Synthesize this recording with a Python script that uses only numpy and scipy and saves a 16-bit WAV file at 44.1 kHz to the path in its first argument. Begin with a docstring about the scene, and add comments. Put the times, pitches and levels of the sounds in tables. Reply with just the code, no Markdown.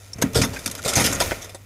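"""Inside a freezer, a ferret slips off a frosted shelf, drops into a plastic drawer and scrabbles about.
Its paws crush and scrape frost in bursts of tiny fractures that ring briefly in the small compartment.
Its claws snap the crust and catch on the plastic, and its weight thumps the hollow drawer.
Loose bits of ice tinkle; a low motor hum lies underneath."""
import sys
import numpy as np
from scipy import signal
from scipy.fft import rfft, irfft
from scipy.io import wavfile
from scipy.ndimage import uniform_filter1d

SR = 44100
rng = np.random.default_rng(int(sys.argv[2]) if len(sys.argv) > 2 else 0)


def unload_audio(sound):
    """Save the sound as a 16-bit wav file, at the path given as the first command line argument."""
    columns = np.transpose(np.atleast_2d(sound))
    # keep every value between -1 and 1, then stretch to whole-number steps
    steps = np.round(np.clip(columns, -1, 1) * 32767)
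    wavfile.write(sys.argv[1], SR, steps.astype(np.int16))


N = 72765

# belly and feet dragging over the frost: time_s, boom_db, scrape_db, crackle_db
BODY_DRAG = [(0, -58, -57, -51), (.12, -58, -59, -55), (.2, -42, -51, -56), (.245, -31, -38, -46),
             (.315, -39, -51, -54), (.38, -26, -41, -37), (.46, -30, -43, -44), (.52, -36, -45, -46),
             (.63, -46, -48, -44), (.73, -44, -47, -45), (.82, -47, -51, -49), (.88, -37, -36, -33),
             (.94, -41, -36, -34), (1.0, -27, -33, -27), (1.11, -31, -35, -30), (1.18, -33, -37, -39),
             (1.245, -35, -36, -33), (1.31, -41, -40, -40), (1.38, -46, -44, -45), (1.47, -52, -50, -50),
             (1.6, -56, -61, -60)]
# bright spectrum of breaking frost: frequency_hz, level_db
CRACKLE_SPECTRUM = [(1400, -30), (2400, -10), (3300, -1.2), (4300, -3.3), (6200, 1), (8000, -3),
                    (11800, -4.5), (13300, -14), (16000, -27)]
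DRAG_GRAINS_PER_S, DRAG_SPREAD_DB, FRACTURE_SPREAD_DB = 1800, 5, 4


def undb(db):
    """Decibels to gain."""
    return 10 ** (np.asarray(db) / 20)


def unit(x):
    """Scale to rms 1."""
    return x / np.sqrt(np.mean(x ** 2))


def steady(x, window_s=.008):
    """Even out the level, keeping the fine grain."""
    power = uniform_filter1d(x ** 2, int(window_s * SR))
    return x / np.sqrt(np.abs(power) + 1e-9)


def fader(rows, column=1):
    """Gain over time from one dB column of a table."""
    rows = np.array(rows)
    return undb(np.interp(np.arange(N) / SR, rows[:, 0], rows[:, column]))


def add(out, start_s, sound):
    """Mix a sound in at a given time."""
    at = int(start_s * SR)
    part = sound[:max(N - at, 0)]
    out[at:at + len(part)] += part


def through(x, response):
    """Pass a sound through an impulse response."""
    return signal.fftconvolve(x, response)[:len(x)]


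def colour(spectrum, size=1024):
    """Minimum-phase EQ response of unit energy with the given spectrum."""
    hz, db = np.array(spectrum).T
    bins_hz = np.maximum(np.arange(size // 2 + 1) * SR / size, 1)
    gain = undb(np.interp(np.log(bins_hz), np.log(hz), db))
    cepstrum = irfft(np.log(gain))
    cepstrum[1:size // 2] *= 2
    cepstrum[size // 2 + 1:] = 0
    response = irfft(np.exp(rfft(cepstrum)))
    return response / np.linalg.norm(response)


def ring(modes, pitch=1, size=10000):
    """Decaying modes after one blow."""
    t = np.arange(size) / SR
    return sum(undb(db - 60 * t / t60) * np.sin(2 * np.pi * hz * pitch * t) for hz, db, t60 in modes)


def grains(per_s, spread_db, size=N):
    """Tiny fractures of uneven size, at a steady overall level."""
    strength = undb(spread_db * np.minimum(rng.exponential(size=size), 3))
    clicks = (rng.random(size) < per_s / SR) * strength * rng.choice([-1, 1], size)
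    return steady(clicks + .1 * rng.standard_normal(size))


def wash(t60_s, tail_db, size=4096):
    """A direct impulse followed by dense, fading reflections."""
    t = np.arange(size) / SR
    tail = rng.standard_normal(size) * undb(-60 * t / t60_s)
    return (t == 0) + undb(tail_db) * tail / np.linalg.norm(tail)


def contact_spot():
    """A very short smear that gives each point of contact its own colour."""
    return wash(t60_s=.007, tail_db=1, size=512)


def compartment():
    """Response of the freezer: direct sound, a short wash of reflections and wall resonances."""
    # resonances of the walls: pitch_hz, width_hz, gain_db
    walls = [(665, 45, -5), (940, 50, -7), (1400, 130, -8), (2000, 130, -9), (2330, 110, -11),
             (3950, 50, -6), (4980, 60, -5), (5330, 60, -1), (6080, 120, -6), (6450, 120, -5)]
    response = wash(t60_s=.045, tail_db=-12)
    t = np.arange(len(response)) / SR
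    for hz, width_hz, db in walls:
        decay = undb(db) * 2 * np.pi * width_hz / SR * np.exp(-np.pi * width_hz * t)
        response += decay * np.cos(2 * np.pi * hz * t)
    return response / np.linalg.norm(response)


def motor_hum(pitch_hz=99, level_db=-46.5):
    """The motor lays a steady low tone under the scene."""
    return undb(level_db) * np.sqrt(2) * np.sin(2 * np.pi * pitch_hz * np.arange(N) / SR)


def loose_ice(chatter_s=.005, low_cut_hz=4200, size=2000):
    """Loose pieces of ice ring high and short, chattering as they touch."""
    # pieces touching: start_s, level_db, pitch_ratio
    tinks = [(.1325, -23, 1.02), (.957, -22, 1.05), (1.043, -21, 1.12), (1.048, -21, .93),
             (1.067, -21, 1.0), (1.128, -17, 1.21), (1.1475, -19, 1.22)]
    # modes of a piece of ice: pitch_hz, level_db, t60_s
    ice_modes = [(4931, -11, .04), (5400, 0, .026), (6056, -9, .04), (7200, -7, .024), (8800, -14, .028)]
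    out, age = np.zeros(N), np.arange(size) / SR
    low_cut = signal.butter(3, low_cut_hz, "high", fs=SR, output="sos")
    for start, db, pitch in tinks:
        chatter = rng.standard_normal(size) * (age / chatter_s) ** .5 * np.exp(-2 * age / chatter_s)
        tone = ring(ice_modes, pitch, size=4000)
        tink = signal.sosfilt(low_cut, through(tone, chatter))
        add(out, start, undb(db) * tink * np.linalg.norm(tone) / np.linalg.norm(tink))
    return out


def drawer_rumble():
    """The drawer rumbles as it shifts under the ferret's weight."""
    # deep spectrum of the rumble: frequency_hz, level_db
    spectrum = [(15, -14), (45, -2), (80, 0), (130, -7), (300, -30)]
    # the drawer shifting: time_s, level_db
    shifts = [(.2, -53), (.24, -39), (.31, -47), (.42, -37), (.5, -42), (.8, -51), (.87, -38), (.93, -52),
              (1.0, -44), (1.15, -41), (1.265, -28), (1.46, -52)]
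    return unit(through(rng.standard_normal(N), colour(spectrum, size=4096))) * fader(shifts)


def hollow_plastic(attack_s=.003, spread_octaves=.36, thump_trim_db=1, boom_trim_db=.5):
    """Soft blows thump the plastic, each favouring the modes near one pitch; dragging makes it boom."""
    # modes of the shelf and drawer: pitch_hz, level_db, t60_s
    modes = [(84, -3, .17), (103, -4, .1), (121, 0, .16), (160, -2, .11), (190, -2, .15), (230, 0, .12),
             (265, 0, .14), (357, -5, .11), (441, -3, .15)]
    # weight landing on the plastic: start_s, level_db, favoured_pitch_hz
    thumps = [(.157, -31, 110), (.186, -28, 160), (.192, -33, 420), (.224, -22, 130), (.238, -10, 260),
              (.265, -24, 200), (.328, -27, 120), (.355, -19, 440), (.363, -13.5, 120), (.389, -16, 140),
              (.394, -17, 240), (.413, -19, 110), (.438, -18, 230), (.458, -26, 380), (.525, -29, 110),
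              (.664, -25, 225), (.855, -30, 110), (.968, -16.5, 105), (.985, -18, 250), (1.015, -16, 135),
              (1.05, -20, 235), (1.105, -24, 210), (1.15, -25, 170)]
    out = np.zeros(N)
    mode_hz, mode_db, _ = np.array(modes).T
    rings = np.array([ring([mode]) for mode in modes])
    attack = np.clip(np.arange(rings.shape[1]) / SR / attack_s, 0, 1)
    for start, db, favoured_hz in thumps:
        share = np.exp(-.5 * (np.log2(mode_hz / favoured_hz) / spread_octaves) ** 2)
        thump = attack * (share @ rings) / np.linalg.norm(share * undb(mode_db))
        add(out, start, undb(db + thump_trim_db) * thump)
    boom = unit(through(grains(DRAG_GRAINS_PER_S, DRAG_SPREAD_DB), rings.sum(0)))
    return out + undb(boom_trim_db) * fader(BODY_DRAG) * boom


def claw_catches(slip_s=.009, ring_cycles=42, size=4000):
    """A claw sticks and slips for a moment and rings one spot of the plastic."""
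    # claws catching: start_s, level_db, pitch_hz
    catches = [(.2225, -24, 947), (.2225, -23, 1630), (.354, -18, 452), (.381, -22, 452), (.416, -20, 2380),
               (.436, -21, 2040), (.563, -31, 1600), (.66, -28, 2430), (.79, -32, 1370), (.927, -27, 1380),
               (.996, -23, 2050), (1.206, -18, 673), (1.212, -23, 980), (1.309, -27, 1480)]
    out, age = np.zeros(N), np.arange(size) / SR
    for start, db, hz in catches:
        slips = grains(DRAG_GRAINS_PER_S, FRACTURE_SPREAD_DB, size) * np.exp(-(age / slip_s) ** 2)
        resonance = ring([(hz, 0, ring_cycles / hz)], size=size) * np.clip(age * hz, 0, 1)
        tone = through(slips, resonance)
        add(out, start, undb(db) * np.sqrt(2) * tone / np.abs(tone).max())
    return out


def crust_snaps(t60_s=.014, crumbs_per_s=110, crumb_trim_db=-6, size=1000):
    """Brittle crust breaks with a short, bright crack; dragging knocks off small crumbs."""
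    # crust snapping under a claw: start_s, level_db
    snaps = [(.2228, -18), (.4172, -21), (.677, -23), (.7, -30), (.7128, -25), (.7517, -26), (.8198, -32),
             (.8278, -30), (.9358, -18), (1.0635, -15), (1.159, -25), (1.203, -20), (1.2385, -23)]
    out, bright = np.zeros(N), colour(CRACKLE_SPECTRUM)
    fade = undb(-60 * np.arange(size) / SR / t60_s)
    for start, db in snaps:
        add(out, start, undb(db) * through(rng.standard_normal(size) * fade, bright))
    breaks = (rng.random(N) < crumbs_per_s / SR) * rng.uniform(-1, 1, N)
    tick = rng.standard_normal(size) * fade ** 2
    crumbs = unit(through(through(breaks, tick), bright))
    return out + undb(crumb_trim_db) * fader(BODY_DRAG, column=3) * crumbs


def belly_drag(colours, contacts=4, top_hz=12800, knock_trim_db=.5, crackle_trim_db=-1):
    """Dragging rubs fine crackle out of the frost at several spots, with the top end rolled off."""
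    out, per_s = np.zeros(N), DRAG_GRAINS_PER_S / contacts
    scrape, crackle = fader(BODY_DRAG, column=2), fader(BODY_DRAG, column=3)
    gains = [undb(knock_trim_db) * scrape, scrape, undb(crackle_trim_db) * crackle]
    high_cut = signal.butter(4, top_hz, fs=SR, output="sos")
    for gain, eq in zip(gains, colours):
        rubbing = sum(through(grains(per_s, DRAG_SPREAD_DB), contact_spot()) for _ in range(contacts))
        out += gain * unit(signal.sosfilt(high_cut, through(rubbing, eq)))
    return out


def paw_crunches(colours, fractures_per_s=5000, attack_s=.0015, trim_db=-1.2, size=5000):
    """Each paw sets off a burst of fractures, coloured by the spot it lands on."""
    # paws crushing frost: start_s, hold_s, fade_s (per 20 dB), knock_db, scrape_db, crackle_db
    crunches = [ (.183, .004, .025, -42, -45, -42), (.215, .007, .008, -36, -36, -26),
                (.2208, .005, .012, -19, -23, -16), (.3326, .002, .012, -40, -43, -35),
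                (.3455, .008, .02, -33, -32, -25), (.353, .024, .035, -25, -29, -21),
                (.385, .022, .025, -29, -42, -29), (.4148, .009, .025, -33, -27, -19),
                (.432, .021, .018, -32, -27, -26), (.531, .018, .03, -38, -40, -38),
                (.561, .011, .022, -44, -34, -39), (.589, .004, .02, -48, -44, -34),
                (.659, .005, .012, -38, -30, -19), (.676, .003, .016, -37, -35, -28),
                (.7118, .003, .016, -48, -40, -27), (.7505, .004, .025, -44, -37, -35),
                (.777, .018, .02, -45, -45, -39), (.836, .005, .01, -46, -43, -33),
                (.8475, .014, .02, -30, -37, -26), (.858, .008, .025, -24, -36, -31),
                (.877, .02, .03, -32, -31, -21), (.934, .005, .02, -36, -29, -24),
                (.954, .011, .03, -33, -27, -16), (.969, .018, .04, -20, -26, -22),
                (.997, .018, .04, -24, -24, -22), (1.041, .028, .028, -31, -30, -19.5),
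                (1.071, .003, .018, -28, -25, -28), (1.123, .012, .03, -35, -32, -29),
                (1.201, .009, .025, -30, -25, -19), (1.212, .011, .025, -27, -27, -24),
                (1.3085, .004, .015, -33, -28, -33), (1.316, .003, .02, -20, -24, -35),
                (1.419, .009, .03, -47, -48, -35), (1.443, .004, .025, -42, -42, -36),
                (1.4925, .006, .025, -48, -46, -41), (1.5455, .004, .022, -35, -44, -35)]
    out, age = np.zeros(N), np.arange(size) / SR
    for start, hold_s, fade_s, *levels_db in crunches:
        force = np.clip(age / attack_s, 0, 1) * undb(-20 * np.maximum(age - hold_s, 0) / fade_s)
        spot = contact_spot()
        for db, eq in zip(levels_db, colours):
            crush = through(grains(fractures_per_s, FRACTURE_SPREAD_DB, size), through(eq, spot))
            add(out, start, undb(db + trim_db) * force * steady(crush))
    return out


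def frost():
    """Crunching and dragging, each layered from knock, scrape and crackle, ring the compartment."""
    # dull knock of the plastic: frequency_hz, level_db
    knock = [(100, -18), (250, -4), (420, -1), (680, -1.5), (950, -6.5), (1300, -19), (2500, -45)]
    # midrange scrape of the claws: frequency_hz, level_db
    scrape = [(600, -32), (950, -6), (1350, 0), (2200, -3), (2900, -8), (4000, -17), (8000, -40)]
    colours = [colour(spectrum) for spectrum in (knock, scrape, CRACKLE_SPECTRUM)]
    return through(paw_crunches(colours) + belly_drag(colours), compartment())


def scene():
    """All sources close up, in mono."""
    ferret = frost() + crust_snaps() + claw_catches() + hollow_plastic()
    return (ferret + drawer_rumble() + loose_ice() + motor_hum())[None]


def record(dry):
    """Roll off the deepest bass and cut the very top steeply."""
    low_cut = signal.butter(2, 32, "high", fs=SR, output="sos")
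    high_cut = signal.ellip(10, .2, 80, 15500, fs=SR, output="sos")
    return signal.sosfilt(high_cut, signal.sosfilt(low_cut, dry))


dry = scene()
out = record(dry)
unload_audio(out)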